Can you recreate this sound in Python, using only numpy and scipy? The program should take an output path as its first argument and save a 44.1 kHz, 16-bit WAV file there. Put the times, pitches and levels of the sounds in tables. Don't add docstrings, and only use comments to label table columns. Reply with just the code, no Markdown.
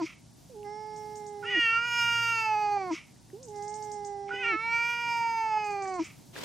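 import sys
import numpy as np
from scipy import signal
from scipy.fft import rfft, irfft
from scipy.io import wavfile
from scipy.ndimage import uniform_filter1d

SR = 44100
rng = np.random.default_rng(int(sys.argv[2]) if len(sys.argv) > 2 else 0)


def to_wav(sig):
    pcm = np.clip(np.atleast_2d(sig), -1, 1) * 32767
    pcm = np.round(pcm).astype(np.int16)
    wavfile.write(sys.argv[1], SR, pcm.T)


def convert_level_to_amplitude(level_db):
    exponent = np.asarray(level_db, float) / 20
    return 10 ** exponent


N = 284004

# [t/s, f/Hz]
YOWL_PITCH = [
    [(-.06, 372)],
    [(1.425, 473.6), (1.5, 491), (1.6, 473.3), (1.68, 452.7), (1.78, 463), (1.86, 478.3), (2.31, 462.2),
     (2.53, 428.3), (2.755, 405.7)],
    [(4.305, 485.5), (4.417, 514.4), (4.54, 430.6), (4.66, 458.5), (4.77, 465.7), (4.92, 475),
     (5.12, 471.1), (5.33, 456.2), (5.62, 424.6)],
]
# [t/s, level/dB]
YOWL_EFFORT = [
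    [(-.06, -37.5)],
    [(1.425, -37.5), (1.51, -31.5), (1.58, -23), (1.765, -25), (1.805, -31.5), (2.0, -24.5), (2.46, -27.5),
     (2.54, -27), (2.6, -28.5)],
    [(4.305, -33), (4.39, -34), (4.454, -26), (4.54, -25), (4.583, -36), (4.75, -27), (5.0, -30),
     (5.318, -29.5), (5.55, -28.5)],
]
# [t/s, mouth f/Hz, throat f/Hz, edge f/Hz]
YOWL_VOWEL = [
    [(-.06, 900, 2150, 4900)],
    [(1.425, 1269, 2696, 5170), (1.49, 1850, 2900, 4930), (1.57, 1820, 2730, 4790),
     (1.765, 1443, 2626, 4600), (1.89, 1252, 2638, 5020), (2.31, 1250, 2627, 4950),
     (2.44, 1070, 2554, 4840), (2.51, 860, 2600, 4630), (2.75, 797, 2390, 4590)],
    [(4.305, 1410, 2800, 4900), (4.39, 1860, 2810, 4830), (4.454, 1632, 2604, 4670),
     (4.54, 1460, 2334, 4110), (4.657, 1064, 2360, 4010), (4.77, 1170, 2370, 4700),
     (4.95, 1196, 2550, 4860), (5.318, 842, 2443, 4890), (5.72, 864, 2403, 4720)],
]
# [voice catches t/s, closing gulp t/s, puff level/dB, bright edge level/dB]
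YOWL_ENDS = [
    (-.2, .03, -47, 17),
    (2.773, 2.924, -44.5, 3.5),
    (5.576, 6.009, -46, 1),
]
# [t from the gulp/s, pitch f/Hz, mouth f/Hz, throat f/Hz, edge f/Hz]
GULP = [
    (-.075, 372.3, 875, 2250, 4520),
    (-.022, 353, 880, 2170, 4480),
    (-.01, 317, 900, 2400, 4620),
    (0.031, 330, 820, 2300, 4630),
]
# [t/s, sag f/Hz, half length t/s]
CRACKS = [
    (1.45, 35.3, 0.011),
    (1.554, 12.7, 0.011),
    (2.564, 5.07, 0.013),
    (4.449, 32, 0.019),
    (5.533, 3, 0.034),
]
# [f/Hz, level/dB]
CHEST = [(322, -28), (355, -39.5), (405, -40.5), (440, -52.5), (470, -58.5), (500, -66)]
# [mouth f/Hz, throat level/dB, edge level/dB]
OPENING = [(761, -11, -28), (995, -2, -21), (1250, 0.4, -21.5), (1465, 0.5, -27.5), (1850, -1, -31.5)]
# [f/Hz, level/dB]
EDGE = [(3000, -17.5), (3400, -15), (4200, -20), (4700, -5.5), (5200, -2), (5800, -16.5), (6600, -6),
        (7400, -23.5), (8600, -21), (9800, -32), (11000, -30.5), (12000, -37.5), (13200, -21.5),
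        (15000, -44)]
# [start t/s, peak t/s, peak level/dB]
RASPS = [
    (1.436, 1.521, -40.5),
    (4.287, 4.466, -39.5),
]
# [f/Hz, width f/Hz, level/dB]
AIRWAY = [(1223, 360, -6), (2217, 550, 3.5), (2900, 1320, -8.5), (5500, 1900, -20.5)]
# [f/Hz, left minus right level/dB, left lead/rad]
NEAR_SIDE = [(330, 2, -0.43), (470, -9, -.5), (900, -3, 0.36), (1400, -4.5, 0.32), (1900, -0.5, 0.045),
             (2200, -3.5, 0.3), (2800, -1.5, -0.038), (7000, 0.5, -0.041)]
# [t/s, pitch f/Hz, effort level/dB]
MOANS = [
    [(.495, 540, -94), (.535, 470, -76), (.563, 417, -57), (.63, 416, -53), (.67, 410, -41.5),
     (.72, 419, -44.5), (.8, 428.7, -44), (1.17, 421.8, -45.5), (1.545, 402, -48)],
    [(3.33, 381, -74), (3.346, 384, -63), (3.416, 538, -79), (3.46, 491, -77), (3.488, 420, -54),
     (3.6, 409.4, -40.5), (3.78, 426, -42), (4.15, 402, -41), (4.51, 396, -45.5)],
]
# [gulp t/s, gulp f/Hz, nose leak level/dB]
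MOAN_ENDS = [
    (1.577, 317, -10.5),
    (4.544, 326, -14),
]
# [f/Hz, level/dB]
FAR_CHEST = [(325, -34.5), (390, -42.5), (412, -43.5), (428, -47), (470, -52), (535, -53)]
# [f/Hz, level/dB]
NOSE = [(1250, -14.5), (1700, -8), (2100, -2), (2500, -28), (4200, -28), (4700, -15), (5100, -15.5),
        (5450, -8), (5900, -15), (6800, -32)]
# [f/Hz, left minus right level/dB, left lead/rad]
FAR_SIDE = [(341, -4.5, 0), (420, -4.5, 0.037), (804, -8.5, 0.0078), (1250, -19.5, 0), (2250, 5.5, 0),
            (7000, -2, 0.015)]
# [t/s, peak level/dB]
TICKS = [(0.9617, -49.5), (1.1564, -46.5), (1.2658, -48), (3.4298, -45.5), (3.4842, -50.5), (3.56, -50.5),
         (3.624, -46), (3.68, -43), (3.741, -42.5), (3.8252, -44), (3.9171, -42.5), (4.0489, -43),
         (5.644, -47), (5.706, -49.5), (5.8223, -45), (5.8759, -47), (5.94, -47.5), (6.0424, -46.5)]
# [delay t/s, level/dB]
BUSH_ECHOES = [(0.014, 0), (.022, 0)]
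# [t/s, peak level/dB, f/Hz]
TAPS = [
    (.631, -45.5, 2800),
    (3.162, -57, 1900),
    (3.302, -50, 1900),
    (4.293, -35, 1360),
    (4.338, -34.5, 416),
    (5.856, -35, 1880),
    (6.357, -37, 2490),
    (6.3628, -31, 1690),
    (6.363, -39.5, 484),
]
# [f/Hz, level per Hz/dB]
GARDEN = [(18, -37.5), (30, -45.5), (48, -10.5), (87, -11), (122, -4.5), (288, -11), (497, -25),
          (552, -21.5), (754, -20.5), (953, -26), (1270, -31.5), (1650, -32), (2130, -34.5), (5880, -28),
          (15000, -38)]
# [f/Hz, likeness/1]
GARDEN_ALIKE = [(60, 0.64), (150, 0.78), (400, 0.036), (1000, 0.2), (2400, 0.97), (6000, 0.71),
                (14000, 0.95)]
# [t/s, level/dB]
DRONE = [(0, -68), (.3, -42), (.6, -53), (1.8, -44), (2.2, -37), (2.6, -42), (2.9, -45), (3.6, -50),
         (4.6, -77.5), (6.44, -76)]
# [f/Hz, level per Hz/dB]
ROOM = [(59, -57), (100, -27), (176, -8), (297, -1), (1210, -10.5), (3760, -11.5), (15000, -30.5)]
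# [t/s, level/dB]
ROOM_FADE = [(6.33, -64), (6.342, -49.5), (6.37, -46), (6.44, -41)]
# [f/Hz, level/dB]
DROPPED = [(500, -70), (3000, -52.5), (6000, -61.5), (8500, -53), (12000, -52.5), (15000, -53.5)]
SIDES = np.array([[0.5], [-0.5]])


def in_time(rows, t):
    s, *columns = np.transpose(rows)
    return [np.interp(t, s, c) for c in columns]


def at_hz(points, hz, axis=1):
    points = np.array(points)
    return np.interp(np.log(hz), np.log(points[:, 0]), points[:, axis])


def drift(rate, size):
    r = np.exp(-2 * np.pi * rate / SR)
    slow = signal.lfilter([1], [1, -2 * r, r * r], rng.standard_normal(size + 20000))[20000:]
    return slow / slow.std()


def resonance(x, hz, width_hz):
    r = np.exp(-np.pi * width_hz / SR)
    zeros = np.array([1, 0, -1]) * (1 - r * r) / 2
    return signal.lfilter(zeros, [1, -2 * r * np.cos(2 * np.pi * hz / SR), r * r], x)


def vocal_folds(out, rows, partial, ports, count, jitter, shimmer_db):
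    first, last = round(rows[0][0] * SR), min(round(rows[-1][0] * SR), N)
    t = np.arange(first, last) / SR
    step = 32
    pitch, *controls = in_time(rows, t)
    pitch = pitch * (1 + jitter * drift(64, len(t)))
    phase = 2 * np.pi * np.cumsum(pitch) / SR
    onset = t - rows[0][0] + (first == 0)
    fade = np.clip(np.minimum(onset, t[-1] - t) / 0.0039, 0, 1)
    shimmer = [drift(31, len(t)) for _ in range(3)]
    flutter = [drift(7, len(t)) for _ in range(5)]
    for k in range(1, count + 1):
        hz = k * pitch[::step]
        height, lag = partial(k, hz, [c[::step] for c in controls])
        sway_db = shimmer_db * shimmer[k % 3][::step] + 2.5 * (k > 6) * flutter[k % 5][::step]
        height = height * convert_level_to_amplitude(sway_db + SIDES * at_hz(ports, hz))
        shift = SIDES * at_hz(ports, hz, axis=2) - lag
        for side in range(2):
            wave = np.cos(k * phase + np.interp(t, t[::step], shift[side]))
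            out[side, first:last] += np.sqrt(2) * fade * np.interp(t, t[::step], height[side]) * wave


def yowl(pitch, effort, vowel, ends):
    drop_s, drop_db, drop_hz = 0.011, 4.5, 3.8
    swell_s, swell_db = 0.018, 3.5
    stutter, stutter_s = 0.012, 0.13
    choke_db, choke_s = -27, 0.029
    catch, gulp, _, bright_db = ends
    shut = np.array(GULP) + [gulp, 0, 0, 0, 0]
    t = np.arange(max(pitch[0][0], 0), shut[-1, 0], 0.002)
    pitch_hz, = in_time(np.vstack([pitch, shut[:, :2]]), t)
    mouth_hz, throat_hz, edge_hz = in_time(np.vstack([vowel, shut[:, [0, 2, 3, 4]]]), t)
    effort_db, = in_time(effort, t)
    age = t - pitch[0][0] + (catch < 0)
    caught = np.clip((t - catch) / drop_s, 0, 1) * (catch > 0)
    since_catch = (t - catch) * caught

    sag_hz = sum(hz * np.exp(-((t - s) / half) ** 2) for s, hz, half in CRACKS)
    pitch_hz = uniform_filter1d(pitch_hz, size=7) - sag_hz - drop_hz * caught * np.exp(-since_catch / 0.073)
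    slack = 0.003 * np.clip((440 - pitch_hz) / 60, 0, 1)
    waver = stutter * (age < stutter_s) + slack
    pitch_hz = pitch_hz * (1 + waver * drift(70, 88 * len(t))[::88])

    swell = np.exp(np.minimum(t - catch, 0) / swell_s) * (1 - caught)
    catch_db = swell_db * swell - drop_db * caught
    muted_db = 811 * np.maximum(t - gulp + 0.012, 0)
    mouth_db = effort_db + catch_db - muted_db
    chest_db = at_hz(CHEST, pitch_hz) - 800 * np.maximum(t - gulp - 0.011, 0)
    weak_db = 0.236 * np.minimum(pitch_hz - 450, 0) + choke_db * np.exp(-(age / choke_s) ** 2)
    lift_db = 5 * caught * np.exp(-since_catch / 0.12)
    throat_db = effort_db + at_hz(OPENING, mouth_hz) + weak_db - 0.34 * muted_db + lift_db
    edge_db = effort_db + at_hz(OPENING, mouth_hz, axis=2) + bright_db + 0.43 * weak_db
    return np.transpose([t, pitch_hz, chest_db, mouth_hz, mouth_db, throat_hz, throat_db, edge_hz, edge_db])


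def open_mouth(k, hz, controls):
    chest_db, mouth_hz, mouth_db, throat_hz, throat_db, edge_hz, edge_db = controls
    if k == 1:
        return convert_level_to_amplitude(chest_db), 0
    skirt = 1.907
    mouth = (hz - mouth_hz) / 146
    throat = (hz - throat_hz) / 168.7
    power = convert_level_to_amplitude(2 * mouth_db) / (1 + mouth ** 2) ** skirt
    power = power + convert_level_to_amplitude(2 * throat_db) / (1 + throat ** 2) ** skirt
    between = (hz > mouth_hz) * (hz < throat_hz)
    power = power + convert_level_to_amplitude(mouth_db + throat_db - 32.5) * between
    power = power / (1 + (hz / 3050) ** 12.2)
    shape_db = at_hz(EDGE, hz * 5000 / edge_hz)
    power = power + convert_level_to_amplitude(2 * (edge_db + shape_db)) * (hz > 2900)
    return np.sqrt(power), 1.68 * (np.arctan(mouth) + np.arctan(throat))


def breath_level(yowls):
    t, power, puffs, hiss = np.arange(N) / SR, 0, 0, 0
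    for rows, (_, gulp, puff_db, _) in zip(yowls, YOWL_ENDS):
        late = t - gulp - 0.015
        throat_db = np.interp(t, rows[:, 0], rows[:, 6], -99, -99)
        power = power + convert_level_to_amplitude(2 * (throat_db - 32))
        decay_db = np.where(late < 0, (late / 0.0097) ** 2, 192 * np.maximum(late - 0.035, 0))
        puff = convert_level_to_amplitude(puff_db - decay_db)
        puffs = puffs + puff
        hiss = hiss + puff * convert_level_to_amplitude(14.5) * np.exp(-np.maximum(late, 0) / 0.043)
    for start, peak, peak_db in RASPS:
        rise_db = np.interp(t, [start - 0.03, start, peak - 0.042, peak], [-90, -52.5, -52.5, peak_db])
        power = power + convert_level_to_amplitude(2 * (rise_db - 199 * np.maximum(t - peak, 0)))
    return np.sqrt(power + puffs ** 2), hiss


def breath(yowls):
    air = rng.standard_normal(N)
    bands = []
    for k, (hz, width, db) in enumerate(AIRWAY):
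        bands.append((-1) ** k * convert_level_to_amplitude(db) * resonance(resonance(air, hz, width), hz, width))
    low, high = sum(bands[:-1]), bands[-1]
    flow, hiss = breath_level(yowls)
    noise = ((low + high) * flow + high * hiss) / low.std()
    return noise * convert_level_to_amplitude(2 * drift(30, N)) * convert_level_to_amplitude([[-0.8], [0.8]])


def near_cat():
    out = np.zeros((2, N))
    yowls = [yowl(*controls) for controls in zip(YOWL_PITCH, YOWL_EFFORT, YOWL_VOWEL, YOWL_ENDS)]
    for rows in yowls:
        vocal_folds(out, rows, open_mouth, NEAR_SIDE, count=32, jitter=0.0021, shimmer_db=0.86)
    return out + breath(yowls)


def moan(rows, ends):
    gulp, gulp_hz, nose_db = ends
    end = gulp + 0.021
    t = np.arange(rows[0][0], end, 0.002)
    pitch_hz, effort_db = in_time(rows + [(gulp, gulp_hz, -53), (end, gulp_hz, -61)], t)
    shut_db = 3.6 * np.minimum(effort_db + 47.5, 0)
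    tired_db = 6.5 * (t - t[0])
    leak_db = effort_db + nose_db + shut_db - tired_db
    return np.transpose([t, pitch_hz, at_hz(FAR_CHEST, pitch_hz), effort_db, leak_db])


def shut_mouth(k, hz, controls):
    chest_db, effort_db, leak_db = controls
    if k == 1:
        height = convert_level_to_amplitude(chest_db)
    elif k == 2:
        height = convert_level_to_amplitude(effort_db)
    else:
        height = convert_level_to_amplitude(leak_db + at_hz(NOSE, hz))
    return height, 0.99 * k


def far_cat():
    out = np.zeros((2, N))
    for rows, ends in zip(MOANS, MOAN_ENDS):
        vocal_folds(out, moan(rows, ends), shut_mouth, FAR_SIDE, count=15, jitter=0.002, shimmer_db=0.5)
    return out


def wall_echo(voices):
    walls = rng.standard_normal((2, 6000)) * convert_level_to_amplitude(-56 - 60 * np.arange(6000) / SR / 0.25)
    return signal.fftconvolve(voices, walls, axes=1)[:, :N]


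def bird():
    t, direct = np.arange(round(0.012 * SR)) / SR, np.zeros(N)
    shape = np.sin(np.pi * (t / t[-1]) ** 0.52) ** 2
    for s, db in TICKS:
        hz = (7300 - 3900 * np.exp(-t / 0.00278)) * (1 + rng.normal(0, 0.012))
        phase = 2 * np.pi * np.cumsum(hz) / SR
        at = round((s - 0.002) * SR)
        whistle = np.sin(phase) + convert_level_to_amplitude(-7.5) * np.sin(1.17 * phase)
        direct[at:at + len(t)] += convert_level_to_amplitude(db) * shape * whistle
    scatter = rng.standard_normal((2, 4000)) * convert_level_to_amplitude(-20 - 60 * np.arange(4000) / SR / 0.25)
    for s, db in BUSH_ECHOES:
        scatter[:, round(s * SR)] += convert_level_to_amplitude(db)
    scatter = 2 * resonance(scatter, 9660, 1750)
    scatter[:, 0] = 1
    return signal.fftconvolve(direct[None], scatter, axes=1)[:, :N]


def taps():
    out, t = np.zeros(N), np.arange(400) / SR
    for s, db, hz in TAPS:
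        at = round(s * SR)
        out[at:at + 400] += convert_level_to_amplitude(db) * np.sin(2 * np.pi * hz * t) * np.exp(-t * hz * 0.31)
    return out


def wash(spectrum, likeness):
    hz = np.maximum(np.arange(N // 2 + 1) * SR / N, 1)
    mid, side = rfft(rng.standard_normal((2, N))) * convert_level_to_amplitude(at_hz(spectrum, hz))
    alike = np.clip(at_hz(likeness, hz), 0, 1)
    out = irfft(np.sqrt(1 + alike) * mid + np.sqrt(1 - alike) * side * 2 * SIDES, N)
    return out / out.mean(0).std()


def motor():
    t = np.arange(N) / SR
    drone = resonance(resonance(rng.standard_normal(N), 116.8, 3.8), 116.8, 3.8)
    drone = drone / drone.std() * convert_level_to_amplitude(in_time(DRONE, t)[0] - 16.5)
    whine = convert_level_to_amplitude(-75.5) * np.sin(2 * np.pi * 940 * t + 0.76 * drift(4, N))
    return drone + whine


def garden():
    return convert_level_to_amplitude(-55.5 + 1.0 * drift(2.34, N)) * wash(GARDEN, GARDEN_ALIKE)


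def last_room():
    t = np.arange(N) / SR
    level = convert_level_to_amplitude(in_time(ROOM_FADE, t)[0] + 2.0 * drift(60, N)) * (t > ROOM_FADE[0][0])
    return level * wash(ROOM, [(60, 0.11), (4000, 0.2), (14000, 0.93)])


def scene():
    voices = near_cat() + far_cat()
    background = motor() + garden() + last_room()
    return voices + wall_echo(voices) + bird() + taps() + background


def spectral_gate(x, follow=0.64, quiet_db=-43, local_db=-16.0, moody_db=1.5, size=1024):
    hz, _, lines = signal.stft(x, SR, nperseg=size)
    power = np.mean(abs(lines) ** 2, axis=0) + 1e-20
    loud_db = np.maximum(10 * np.log10(power.sum(axis=0)), quiet_db)
    loud_db = loud_db + moody_db * rng.standard_normal(len(loud_db))
    local_db = local_db - 20 * (hz < 2800)[:, None]
    near = uniform_filter1d(power, size=21, axis=0)
    smooth = uniform_filter1d(uniform_filter1d(power, size=3, axis=0), size=3, axis=1)
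    limit = convert_level_to_amplitude(2 * (follow * (loud_db + 43.0) - 40.5 + at_hz(DROPPED, hz + 1)[:, None]))
    band = uniform_filter1d(uniform_filter1d(power, size=5, axis=0), size=3, axis=1)
    kept = (smooth > near * convert_level_to_amplitude(2 * local_db)) & (band > limit)
    kept = kept | (hz < 450)[:, None]
    return signal.istft(lines * kept, SR, nperseg=size)[1][:, :N]


def band_limit(x):
    return signal.sosfilt(signal.butter(12, 15540, fs=SR, output="sos"), x)


def record(dry):
    mix = spectral_gate(dry)
    return band_limit(mix)


dry = scene()
out = record(dry)
to_wav(out)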